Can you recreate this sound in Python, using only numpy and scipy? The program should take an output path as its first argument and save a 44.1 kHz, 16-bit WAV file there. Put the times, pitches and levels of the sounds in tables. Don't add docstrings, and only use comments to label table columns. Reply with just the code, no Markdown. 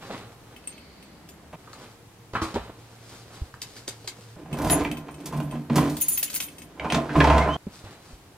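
import sys
import numpy as np
from scipy import signal
from scipy.fft import rfft, irfft, next_fast_len
from scipy.io import wavfile
from scipy.ndimage import uniform_filter1d

SR = 44100
rng = np.random.default_rng(int(sys.argv[2]) if len(sys.argv) > 2 else 0)


def log_audio(samples):
    frames = np.atleast_2d(samples).T
    limited = np.clip(frames, -1, 1)
    pcm = np.round(limited * 32767).astype(np.int16)
    wavfile.write(sys.argv[1], SR, pcm)


N = 369116
TIME_S = np.arange(N) / SR
PORTS = np.array([[1], [-1]])


def amp(db):
    return 10 ** (np.asarray(db) / 20)


def unit(x):
    return x / np.sqrt(np.mean(x ** 2) + 1e-20)


def along(points, hz):
    f, v = np.transpose(points)
    return np.interp(np.log(hz + 1), np.log(f + 1), v)


def curves(rows):
    t_s, *columns = np.transpose(rows)
    return [np.interp(TIME_S, t_s, column) for column in columns]


def filtered(x, response):
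    m = next_fast_len(N + SR // 4)
    return irfft(rfft(x, m) * response(np.fft.rfftfreq(m, 1 / SR)), m)[..., :N]


def body(modes):
    def response(f):
        total = 0
        for k, (centre, width, db) in enumerate(modes):
            resonance = 1j * f * width / (centre * centre - f * f + 1j * f * width)
            total = total + (-1) ** k * amp(db) * resonance
        return total
    return response


def colour(points):
    return lambda hz: amp(along(points, hz))


def power_gain(response):
    hz = np.linspace(1, SR / 2, num=20000)
    return np.sqrt(np.mean(np.abs(response(hz)) ** 2))


def struck(drive, response):
    return filtered(drive, response) / power_gain(response)


def grit(rate_per_s, spread_db):
    slips = rng.random(N) < rate_per_s / SR
    sizes = rng.standard_normal(N) * amp(spread_db * rng.exponential(size=N))
    return unit(slips * sizes)


def bursts(times_s, dbs, t60s, centres_hz=None, sharp=1):
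    out, t = np.zeros(N + SR), np.arange(SR // 8) / SR
    onset = 1 - np.exp(-t / 0.00078)
    for k, (start_s, db, t60) in enumerate(zip(times_s, dbs, t60s)):
        puff = rng.standard_normal(len(t))
        if centres_hz is not None:
            peak = signal.iirpeak(np.clip(centres_hz[k], 100, .4 * SR), sharp, SR)
            puff = unit(signal.lfilter(*peak, signal.lfilter(*peak, puff)))
        decay = amp(db - 60 * t / np.clip(t60, .004, .15))
        out[round(start_s * SR):][:len(t)] += decay * onset * puff
    return out[:N]


# [f/Hz, t60/s]
WALL_T60 = [(1000, 0.31), (5000, 0.12), (15000, 0.084)]
# [f/Hz, correlation]
PORT_LIKENESS = [(60, 0.99), (180, 0.96), (550, 0.76), (1650, 0.43), (4970, -0.15), (15000, 0.29)]


def placed(x, lag_samples, pan_db, wet_db):
    hz, t, z = signal.stft(rng.standard_normal((2, SR // 4)), SR, nperseg=256)
    bass_loss = (hz / (hz + 700))[:, None] ** 2
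    z = z * amp(-60 * t / along(WALL_T60, hz)[:, None]) * bass_loss
    share = np.clip(along(PORT_LIKENESS, hz), 0, 1)[:, None]
    z[1] = share * z[0] + np.sqrt(1 - share ** 2) * z[1]
    tail = signal.istft(z, SR, nperseg=256)[1]
    late = np.pad(np.atleast_2d(x), ((0, 0), (200, 0)))
    wet = signal.fftconvolve(late, tail / np.linalg.norm(tail[0]), axes=1)[:, :N]
    direct = filtered(x, lambda f: np.exp(-1j * np.pi * f * lag_samples * PORTS / SR))
    return amp(pan_db / 2 * PORTS) * (direct + amp(wet_db) * wet)


# [t/s, tick level/dB, fob level/dB, split ring level/dB, keys level/dB, place]
KEY_CLINKS = [(0.5634, -46, -46, -61, -58, 3), (0.6387, -59, -57, -68, -69, 2.4),
              (0.6736, -38, -44.5, -31, -53, 2), (0.7248, -50, -51, -68, -73, 2),
              (0.7794, -52, -52, -60, -74, -1), (1.026, -47, -53, -57, -75, .4),
              (1.2885, -38.5, -54, -56, -70, 3), (4.5287, -36, -42.5, -47.5, -58, -7),
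              (4.572, -39, -51, -65, -59, 2.4), (4.6997, -28, -30, -50, -36, 2.2),
              (4.706, -45, -45, -50, -25.5, 0.5), (4.7194, -37, -34.5, -38, -26, 0.8),
              (4.8358, -52, -55, -65, -50, 2), (4.9144, -38, -38.5, -48, -61, 2.4),
              (4.9703, -37, -41.5, -56, -61, 4), (5.1104, -54, -64, -57, -51, -3),
              (5.1422, -45, -52, -56, -70, -1), (5.2026, -46, -59, -62, -63, 6),
              (5.3644, -45, -60, -53, -55, 3), (5.43, -53, -67, -55, -54, 1.5),
              (5.5105, -42, -48.5, -51, -67, 2), (5.9, -55, -61.5, -55, -58, 5),
              (5.9194, -47, -64, -51, -54, 3), (5.9678, -26.5, -60, -42, -40, 3),
              (6.0036, -32, -56, -43, -29, -1.5), (6.0118, -40, -49, -46, -16.5, 3),
              (6.0184, -34, -41.5, -51, -24.5, 0.3), (6.0829, -30, -44.5, -35, -16.5, 2.3),
              (6.1178, -36, -55, -41, -29, 1.1), (6.1344, -48, -52, -43, -25.5, -0.5),
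              (6.1746, -23, -37, -40, -25, 2), (6.193, -44, -46, -52, -39, 1),
              (6.2285, -18, -44, -36, -14.5, -1.5), (6.2794, -49, -40.5, -53, -42, 3),
              (6.2996, -25.5, -52, -52, -46, 6), (6.3304, -30, -56, -59, -41, 2.6),
              (6.341, -25, -50, -36.5, -29, 9), (6.35, -34, -44, -48, -19, 5),
              (6.3597, -21.5, -53, -43, -28, -1), (6.4023, -19, -32.5, -43, -32, 5),
              (6.4242, -25, -53, -45, -41, 0.2), (6.4844, -42, -45, -58, -61, 5),
              (6.5827, -38.5, -51, -49, -56, 5), (6.6188, -39.5, -46.5, -50, -68, 4),
              (6.9015, -47, -28, -43, -57, 5)]
# [f/Hz, relative level/dB, nominal t60/s]
KEY_MODES = [
    [(2620, -1, 0.035), (3080, -2.5, .035), (2200, -9, 0.047)],
    [(8500, 2.5, 0.05)],
    [(9900, -2, 0.1), (6440, -10, 0.11), (7100, -12, 0.064)],
    [(10880, 0, 0.1), (7000, -13, 0.2), (11700, -9, 0.045)],
    [(14250, -1.5, .09), (13900, -5, .06)],
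    [(14200, -4, 0.055), (14580, -8, .06), (9200, -14, 0.047)],
    [(15250, 2, .05), (15150, -1, .05)],
]
# [f/Hz, relative level/dB]
METAL_SPECTRUM = [(1180, -8.5), (2000, -3), (4050, 0), (4380, 0.5), (7120, -0.5), (7770, -1.5), (11100, 0),
                  (14700, 1.5), (16000, -29)]
KEY_SCATTER_DB, FREEDOM_SCATTER = 2.5, .2
NEIGHBOUR_DB, REACH_KEYS = 10, 1.5
CLENCH_DB, CLENCH_PER_DB = -25, 0.041


def key_rings():
    out, t = np.zeros((2, N + SR)), np.arange(SR // 8) / SR
    rise = 1 - np.exp(-t / 0.00013)
    lucks = rng.standard_normal((len(KEY_CLINKS), 6))
    for (start_s, tick_db, fob_db, ring_db, keys_db, place), luck in zip(KEY_CLINKS, lucks):
        away = np.minimum(np.abs(np.arange(len(KEY_MODES) - 2) - place), REACH_KEYS)
        each_key_db = keys_db - NEIGHBOUR_DB * away + KEY_SCATTER_DB * luck[1:]
        clench = CLENCH_PER_DB * max(tick_db - CLENCH_DB, 0)
        freedom = np.exp(FREEDOM_SCATTER * luck[0] - clench)
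        drift_rad = np.cumsum(rng.normal(0, .035, len(t)))
        for strike_db, modes in zip([fob_db, ring_db, *each_key_db], KEY_MODES):
            knots_s = np.linspace(0, t[-1], num=14)
            flutter_db = np.interp(t, knots_s, rng.normal(0, 2.4, size=14)) * np.minimum(t / 0.0083, 1)
            for hz, mode_db, t60 in modes:
                detuned_hz = hz * (1 + rng.normal(0, .005))
                phase = 2 * np.pi * detuned_hz * t + drift_rad + rng.uniform(-.9, .9) * PORTS
                scatter_db = rng.normal(0, abs(0.5 - 0.047 * mode_db))
                level_db = strike_db + 7.0 + mode_db + scatter_db
                envelope = amp(level_db + flutter_db - 60 * t / (freedom * t60)) * rise
                out[:, round(start_s * SR):][:, :len(t)] += envelope * np.sin(phase)
    return out[:, :N]


def key_ticks():
    t_s, tick_db = np.transpose(KEY_CLINKS)[:2]
    long_ticks = bursts(t_s, tick_db - 2.5, 0.046 + 0 * t_s)
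    short_ticks = bursts(t_s, tick_db - 18.0, 0.0022 + 0 * t_s)
    ticks = struck(long_ticks + short_ticks, colour(METAL_SPECTRUM))
    t_s, tick_db = np.repeat(t_s, 2), np.repeat(tick_db, 2)
    after_s = t_s + rng.uniform(0, 0.052, len(t_s))
    pitch_hz = rng.uniform(5500, 15600, len(t_s))
    return ticks + bursts(after_s, tick_db - 14, 0.06 + 0 * t_s, pitch_hz, sharp=30)


# key in, key turned, key out, knob twisted, door pushed; one list per move
# [t/s, force level/dB, door edge level/dB, metal scrape level/dB], before trim
HAND_MOVES = [
    [(4.36, -39, -53, -67), (4.392, -48, -44.5, -74), (4.478, -44, -63, -75), (4.526, -37.5, -37, -69),
     (4.586, -28.5, -34, -48), (4.708, -21, -28, -27.5), (4.79, -25.5, -25.5, -45),
     (5.06, -43.5, -53.5, -62)],
    [(5.06, -42, -44, -65.5), (5.1, -42, -43, -71), (5.154, -46, -52, -55), (5.178, -50.5, -43.5, -69),
     (5.384, -25.5, -40.5, -53), (5.514, -39.5, -48.5, -55), (5.532, -26.5, -40, -68),
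     (5.68, -55, -51.5, -65)],
    [(5.68, -58, -58, -63), (5.7, -35.5, -39, -98), (5.774, -20, -24, -25), (5.876, -23.5, -28, -43.5),
     (6.03, -44, -53.5, -32.5), (6.226, -56.5, -63, -33.5), (6.536, -52.5, -57.5, -46.5),
     (6.72, -47, -60, -60)],
    [(6.72, -78, -55, -81), (6.786, -41.5, -46, -70), (6.858, -26, -36, -58), (6.886, -33.5, -36, -55),
     (6.98, -23.5, -33, -34), (6.996, -34.5, -29.5, -47), (7.038, -35.5, -38, -50), (7.13, -42, -39, -49)],
    [(7.13, -31.5, -43, -38), (7.164, -23.5, -23.5, -53), (7.23, -22, -26, -39), (7.386, -17.5, -37, -34),
     (7.442, -24, -42, -38), (7.48, -22, -30.5, -51), (7.546, -32.5, -44, -40.5), (7.57, -29, -39, -54)],
]
# [door swing level/dB, door panel level/dB, lock case level/dB]
FORCE_SHARES = [(-12, -4.5, -8), (-18.5, -2.5, -14), (-14, -6, -13), (-10.5, -9, -4), (-16, -7.5, -2.5)]


def effort_db():
    rows = [(4.3, -85, -90, -88, -88, -88)]
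    for move, share_db in zip(HAND_MOVES, FORCE_SHARES):
        for t_s, force_db, edge_db, scrape_db in move:
            rows.append((t_s, *(force_db + np.array(share_db)), edge_db, scrape_db))
    return curves(rows)


# [t/s, case level/dB, case f/Hz, panel level/dB, snap level/dB, nominal t60/s]
LOCK_BLOWS = [(1.528, -29.5, 900, -31, -55, 0.23), (4.458, -34, 821, -46, -69, .04),
              (4.518, -35, 694, -8.5, -68, 0.015), (4.586, -34, 925, -39, -29.5, 0.03),
              (4.618, -25, 683, -17.5, -31, 0.054), (4.645, -41, 872, -8, -30, 0.055),
              (4.673, -37, 1000, -35, -30, 0.044), (4.698, -12.5, 1720, -17.5, -18.5, 0.041),
              (4.727, -12, 980, -14, -32, 0.047), (4.816, -12.5, 690, -41, -52, 0.032),
              (4.849, -9.5, 2100, -47, -41, 0.02), (4.914, -21, 2600, -15, -27, 0.018),
              (5.083, -26, 1000, -32, -60, 0.054), (5.257, -32, 953, -48, -30.5, 0.11),
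              (5.324, -25, 930, -24, -45, 0.21), (5.373, -35, 990, -40, -35.5, 0.033),
              (5.401, -18, 820, -44, -36, 0.031), (5.518, -25, 660, -36, -55, 0.051),
              (5.554, -24, 650, -32, -59, 0.041), (5.698, -13, 980, -1.5, -57, 0.038),
              (5.757, -11.5, 1030, -4.5, -22, 0.085), (5.78, -5.5, 930, -5.5, -26, 0.042),
              (5.897, -37, 770, -32, -29.5, .047), (6.797, -12, 2400, -42, -71, 0.016),
              (6.845, -16.5, 910, -20, -46, 0.049), (6.901, -20, 2580, -33, -39, 0.067),
              (6.922, -20, 700, -16, -19.5, 0.03), (6.944, -17, 1080, -11, -26, 0.078),
              (7.092, -21.5, 1530, -24, -59, 0.12), (7.153, -13, 1130, -5, -54, 0.083),
              (7.203, 2, 1620, -9, -75, 0.051), (7.241, -3.5, 795, -52, -29.5, 0.062),
              (7.271, -7.5, 1020, -31, -36, 0.086), (7.299, -4.5, 920, -41, -36, 0.1),
              (7.38, -8.5, 980, -25, -27, 0.035)]
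# [f/Hz, width/Hz, relative level/dB]
CASE_MODES = [(468, 110, -2), (652.4, 34.6, 7.5), (778, 210, -2), (1023.5, 47, 4), (1195, 160, -9.5),
              (1580, 520, -11.5), (2470, 336, -9.5), (2530, 640, -13.5), (3550, 990, -27)]
PIN_HZ, LATCH_HZ = 12100, 4720
PINS_START_S, PINS_END_S = 4.55, 4.75


def lock(case_db):
    t_s, blow_db, blow_hz, _, snap_db, t60 = np.transpose(LOCK_BLOWS)
    snap_hz = np.where((t_s > PINS_START_S) & (t_s < PINS_END_S), PIN_HZ, LATCH_HZ)
    drive = amp(case_db) * grit(3000, 1.6) + bursts(t_s, blow_db - 10.5, t60)
    case = struck(drive, lambda f: body(CASE_MODES)(f) / (1 + 1j * f / 4000) ** 2)
    knocks = bursts(t_s, blow_db - 10.5, 1.06 * t60, blow_hz, sharp=2.43)
    snaps = bursts(t_s, snap_db - 16, 1.2 * t60, snap_hz, sharp=1.9)
    cracks = bursts(t_s, blow_db - 20.0, 0.95 * t60, 2300 + 0 * t_s, sharp=1.45)
    return case + knocks + snaps + cracks


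# [f/Hz, width/Hz, relative level/dB]
PANEL_MODES = [(146.9, 6.6, 2.5), (177, 31, -9), (236.1, 9.1, -3.5)]
# [f/Hz, width/Hz, relative level/dB]
EDGE_MODES = [(293.7, 13.6, -0.5), (400, 280, -18.5)]


def panel_and_edge(panel_db, edge_db):
    t_s, _, _, thud_db, _, t60 = np.transpose(LOCK_BLOWS)
    thuds = bursts(t_s, thud_db - 1.5, 1.04 * t60)
    panel = struck(amp(panel_db) * grit(1500, 0.68) + thuds, body(PANEL_MODES))
    edge_drive = amp(edge_db + 2.5) * grit(1500, 0.57) + amp(-20.0) * thuds
    return panel + struck(edge_drive, body(EDGE_MODES))


# [f/Hz, relative level/dB]
KNOB_SPECTRUM = [(1760, -1.5), (3000, -2.5), (5070, -8.5), (8110, -16), (14600, -28), (16000, -17)]
ON_KNOB = TIME_S > 6.7


def metal_scrape(scrape_db):
    t_s, _, _, _, snap_db, t60 = np.transpose(LOCK_BLOWS)
    rub = amp(scrape_db - 11.0) * grit(8300, 0.62) + bursts(t_s, snap_db - 2.0, 0.93 * t60)
    key = struck(rub * ~ON_KNOB, colour(METAL_SPECTRUM))
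    knob = struck(rub * ON_KNOB, colour(KNOB_SPECTRUM))
    return key + amp(7.5) * knob


# [f/Hz, width/Hz, relative level/dB]
SHOVE_MODES = [(46, 26, -0.5), (89, 36, 3)]
SWING_HZ = 71.8
FREED_S = 7.153
FLEX_S, FLEX_DB, FLEX_RISE_DB_PER_S, FLEX_FALL_DB_PER_S = 7.34, -17, 45, 90


def door_swing(swing_db):
    wander_rad = np.cumsum(rng.normal(0, 0.012, N))
    flexing = ON_KNOB * np.sin(2 * np.pi * SWING_HZ * TIME_S + wander_rad)
    late_s = TIME_S - FLEX_S
    flex_db = FLEX_DB + np.minimum(FLEX_RISE_DB_PER_S * late_s, -FLEX_FALL_DB_PER_S * late_s)
    flex_level = amp(swing_db) + amp(flex_db) * (TIME_S > FREED_S)
    shove_level = amp(swing_db + 0.5 - 5.4 * ON_KNOB)
    return flex_level * flexing + shove_level * struck(grit(800, 1.2), body(SHOVE_MODES))


def door():
    swing_db, panel_db, case_db, edge_db, scrape_db = effort_db()
    wood = panel_and_edge(panel_db, edge_db) + door_swing(swing_db)
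    return lock(case_db) + wood + metal_scrape(scrape_db)


# [t/s, f/Hz, level/dB]
HINGE_GLIDE = [(7.49, 2936, -45), (7.544, 3140, -35), (7.567, 3210, -55)]


def hinge_squeak():
    hz, db = curves([(7.485, 2930, -80)] + list(HINGE_GLIDE))
    phase = 2 * np.pi * np.cumsum(hz) / SR
    return amp(db + 3) * (np.sin(phase) + amp(-21) * np.sin(2 * phase) + amp(-3) * np.sin(.35 * phase))


# [start t/s, end t/s, start f/Hz, end f/Hz, level/dB]
LOCK_WHISTLES = [(5.44, 5.54, 12700, 12000, -59), (5.56, 5.698, 13400, 12100, -62),
                 (5.58, 5.7, 11100, 10500, -67), (7.4, 7.44, 2020, 2230, -29.5)]


def whistles():
    out = np.zeros(N)
    for start_s, end_s, start_hz, end_hz, level_db in LOCK_WHISTLES:
        size = round((end_s - start_s) * SR)
        phase = 2 * np.pi * np.cumsum(np.linspace(start_hz, end_hz, num=size)) / SR
        out[round(start_s * SR):][:size] += amp(level_db) * np.hanning(size) ** 0.26 * np.sin(phase)
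    return out


# [start t/s, rise/s, hold/s, body level/dB, hiss level/dB]
RUB_STROKES = [(0.0, 0.022, 0.016, -40.5, -52), (0.09, 0.023, 0.026, -36, -52),
               (0.28, 0.29, 0.45, -52.5, -77), (1.568, 0.21, 0.074, -48.5, -58),
               (2.331, 0.014, 0.011, -34, -55), (2.41, 0.01, 0.0058, -33, -42.5),
               (2.54, 0.012, 0.0045, -34.5, -54), (2.733, 0.043, 0.7, -56.5, -62.5),
               (2.995, 0.13, 0.027, -49.5, -51), (3.288, 0.048, 0.019, -47.5, -52.5),
               (3.6, 0.017, 0.17, -54, -54), (3.869, 0.0088, .012, -48, -49), (3.988, 0.02, .3, -58, -59.5),
               (7.654, 0.025, .03, -55.5, -75), (7.7, 0.035, 0.017, -52.5, -52.5),
               (7.799, 0.052, 0.066, -47.5, -61), (7.98, 0.064, 0.064, -55, -57.5)]
RISE_DB, FADE_DB_PER_S = 14, 119


def rubbing_db():
    power = np.zeros((2, N))
    for start_s, rise_s, hold_s, *level_db in RUB_STROKES:
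        since_s = TIME_S - start_s
        swell_db = np.where(since_s < 0, -90, np.minimum(RISE_DB * (since_s / rise_s - 1), 0))
        fade_db = FADE_DB_PER_S * np.maximum(since_s - rise_s - hold_s, 0)
        power += amp(2 * (np.array(level_db)[:, None] + swell_db - fade_db))
    return 10 * np.log10(power)


# [t/s, knock level/dB, knock f/Hz, thump level/dB, thump f/Hz, snap level/dB, nominal decay/s]
INDOOR_BUMPS = [(0.095, -24, 600, -50, 207, -63, 0.19), (0.177, -40, 1000, -56, 250, -42, 0.065),
                (0.213, -37, 450, -60, 114, -63, 0.087), (0.318, -38, 765, -76, 129, -57, 0.2),
                (1.674, -32, 1140, -60, 113, -63, 0.066), (1.731, -28, 1120, -68, 116, -31, 0.03),
                (2.334, -18.5, 570, -40.5, 107, -40, 0.052), (2.352, -11.5, 1240, -45.5, 115, -52, 0.22),
                (2.417, -14.5, 1060, -33, 325, -35.5, 0.18), (2.543, -28, 484, -36, 199, -32, 0.043),
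                (2.558, -5.5, 518, -32, 235, -40, 0.069), (2.577, -52.5, 500, -41, 62, -77, 0.2),
                (2.695, -14.5, 486, -40, 300, -57, 0.028), (3.416, -46, 415, -33, 67, -70, 0.079),
                (3.54, -22.5, 1290, -48, 116, -40, 0.027), (3.617, -31, 1800, -57, 130, -21, 0.057),
                (3.765, -40, 1730, -64, 111, -40, 0.16), (3.879, -18, 420, -39, 384, -18.5, 0.042),
                (4.044, -30, 510, -52, 105, -40, 0.048), (4.075, -30, 960, -53.5, 363, -22, 0.078),
                (4.187, -31.5, 547, -52, 202, -60, 0.054), (7.668, -22.5, 370, -31.5, 199, -64, 0.043),
                (7.84, -58, 397, -43.5, 100.4, -59, 0.15), (8.103, -43, 530, -59, 237, -54, 0.11),
                (8.13, -60, 400, -48.5, 45, -73, 0.11)]


def thumps():
    out, t = np.zeros(N + SR), np.arange(SR // 5) / SR
    onset = 1 - np.exp(-t / 0.00066)
    for start_s, _, _, db, hz, _, decay_s in INDOOR_BUMPS:
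        envelope = amp(db + 11.5 - 50 * t / decay_s) * onset
        out[round(start_s * SR):][:len(t)] += envelope * np.sin(2 * np.pi * hz * t)
    return out[:N]


# [f/Hz, relative level/dB]
RUB_BODY_SPECTRUM = [(29, -19), (50, -29), (162, -8), (319, -8), (573, -10.5), (628, -12.5), (1410, -15),
                     (1750, -20), (4000, -24.5), (5200, -35), (8800, -120)]
# [f/Hz, relative level/dB]
RUB_HISS_SPECTRUM = [(880, -64), (1500, -8.5), (2660, -7.5), (4640, -1.5), (5280, -2.5), (10200, -9),
                     (13800, -15), (16000, -21)]


def rubs_and_bumps():
    body_db, hiss_db = rubbing_db()
    t_s, knock_db, knock_hz, thump_db, _, snap_db, t60 = np.transpose(INDOOR_BUMPS)
    rub = struck(amp(body_db) * grit(4000, 2.43), colour(RUB_BODY_SPECTRUM))
    knocks = bursts(t_s, knock_db - 10.5, t60, knock_hz, sharp=1.63)
    shoves = struck(bursts(t_s, thump_db + 7.0, 0.51 * t60), body(SHOVE_MODES))
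    bright = amp(hiss_db - 0.5) * grit(9000, 3.45) + bursts(t_s, snap_db, 0.33 * t60)
    hiss = struck(bright, colour(RUB_HISS_SPECTRUM))
    dull = placed(rub + knocks + thumps() + shoves, lag_samples=3.4, pan_db=-0.6, wet_db=-5.0)
    return dull + placed(hiss, lag_samples=-1.96, pan_db=0.8, wet_db=0)


def air(response):
    def mid_side(hz):
        angle = np.arccos(np.clip(along(PORT_LIKENESS, hz), -1, 1)) / 2
        return response(hz) * [np.cos(angle), np.sin(angle)]
    mid, side = filtered(rng.standard_normal((2, N)), mid_side)
    return unit(np.array([mid + side, mid - side]))


# [t/s, level/dB]
INSECT_LEVEL = [(.6, -67), (.72, -55), (1.1, -60), (1.55, -81)]


def insect():
    level_db, = curves(INSECT_LEVEL)
    return amp(level_db) * air(body([(2150, 290, -1.5), (4460, 490, -0.54)]))


# [f/Hz, width/Hz, relative level/dB]
HUM_MODES = [(113.9, 2.2, 12), (470, 9, -3.5)]


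def hum(level_db):
    return amp(level_db) * air(body(HUM_MODES))


# [f/Hz, relative level/dB]
ROOM_SPECTRUM = [(15, -67), (25, -22), (114, -9.5), (256, -19.5), (277, -15), (607, -23.5), (754, -20.5),
                 (1440, -27), (16000, -39)]
# [f/Hz, relative level/dB]
STREET_SPECTRUM = [(15, -42), (25, -23), (76, 1), (123, -10.5), (157, -2.5), (293, -6), (545, -12.5),
                   (607, -12), (4370, -27), (16000, -34.5)]


def background(level_db, spectrum):
    return amp(level_db) * air(colour(spectrum))


def outside(level_db):
    key_bunch = placed(key_rings() + key_ticks(), lag_samples=-2.32, pan_db=1.5, wet_db=-2.5)
    doorway = placed(door() + hinge_squeak() + whistles(), lag_samples=1.1, pan_db=-1.5, wet_db=-3.0)
    return key_bunch + doorway + insect() + background(level_db, STREET_SPECTRUM)


def indoors(level_db, hum_db):
    return rubs_and_bumps() + hum(hum_db) + background(level_db, ROOM_SPECTRUM)


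SECTION_STARTS = [0, .555, 1.56, 4.362, 7.567]
SECTION_BACKGROUND = [-51, -49.5, -52, -50, -52]
SECTION_HUM = [-50, -54, -68]


def scene():
    section = np.searchsorted(SECTION_STARTS, TIME_S, side="right") - 1
    level_db = np.array(SECTION_BACKGROUND)[section]
    hum_db = np.array(SECTION_HUM)[section // 2]
    out_share = uniform_filter1d(1. * (section % 2), size=100)
    return out_share * outside(level_db) + (1 - out_share) * indoors(level_db, hum_db)


def record(dry):
    droop_hz, top_hz = 15500, 15900
    return filtered(dry, lambda hz: 1 / (1 + (hz / droop_hz) ** 8) / (1 + (hz / top_hz) ** 200))


dry = scene()
out = record(dry)
log_audio(out)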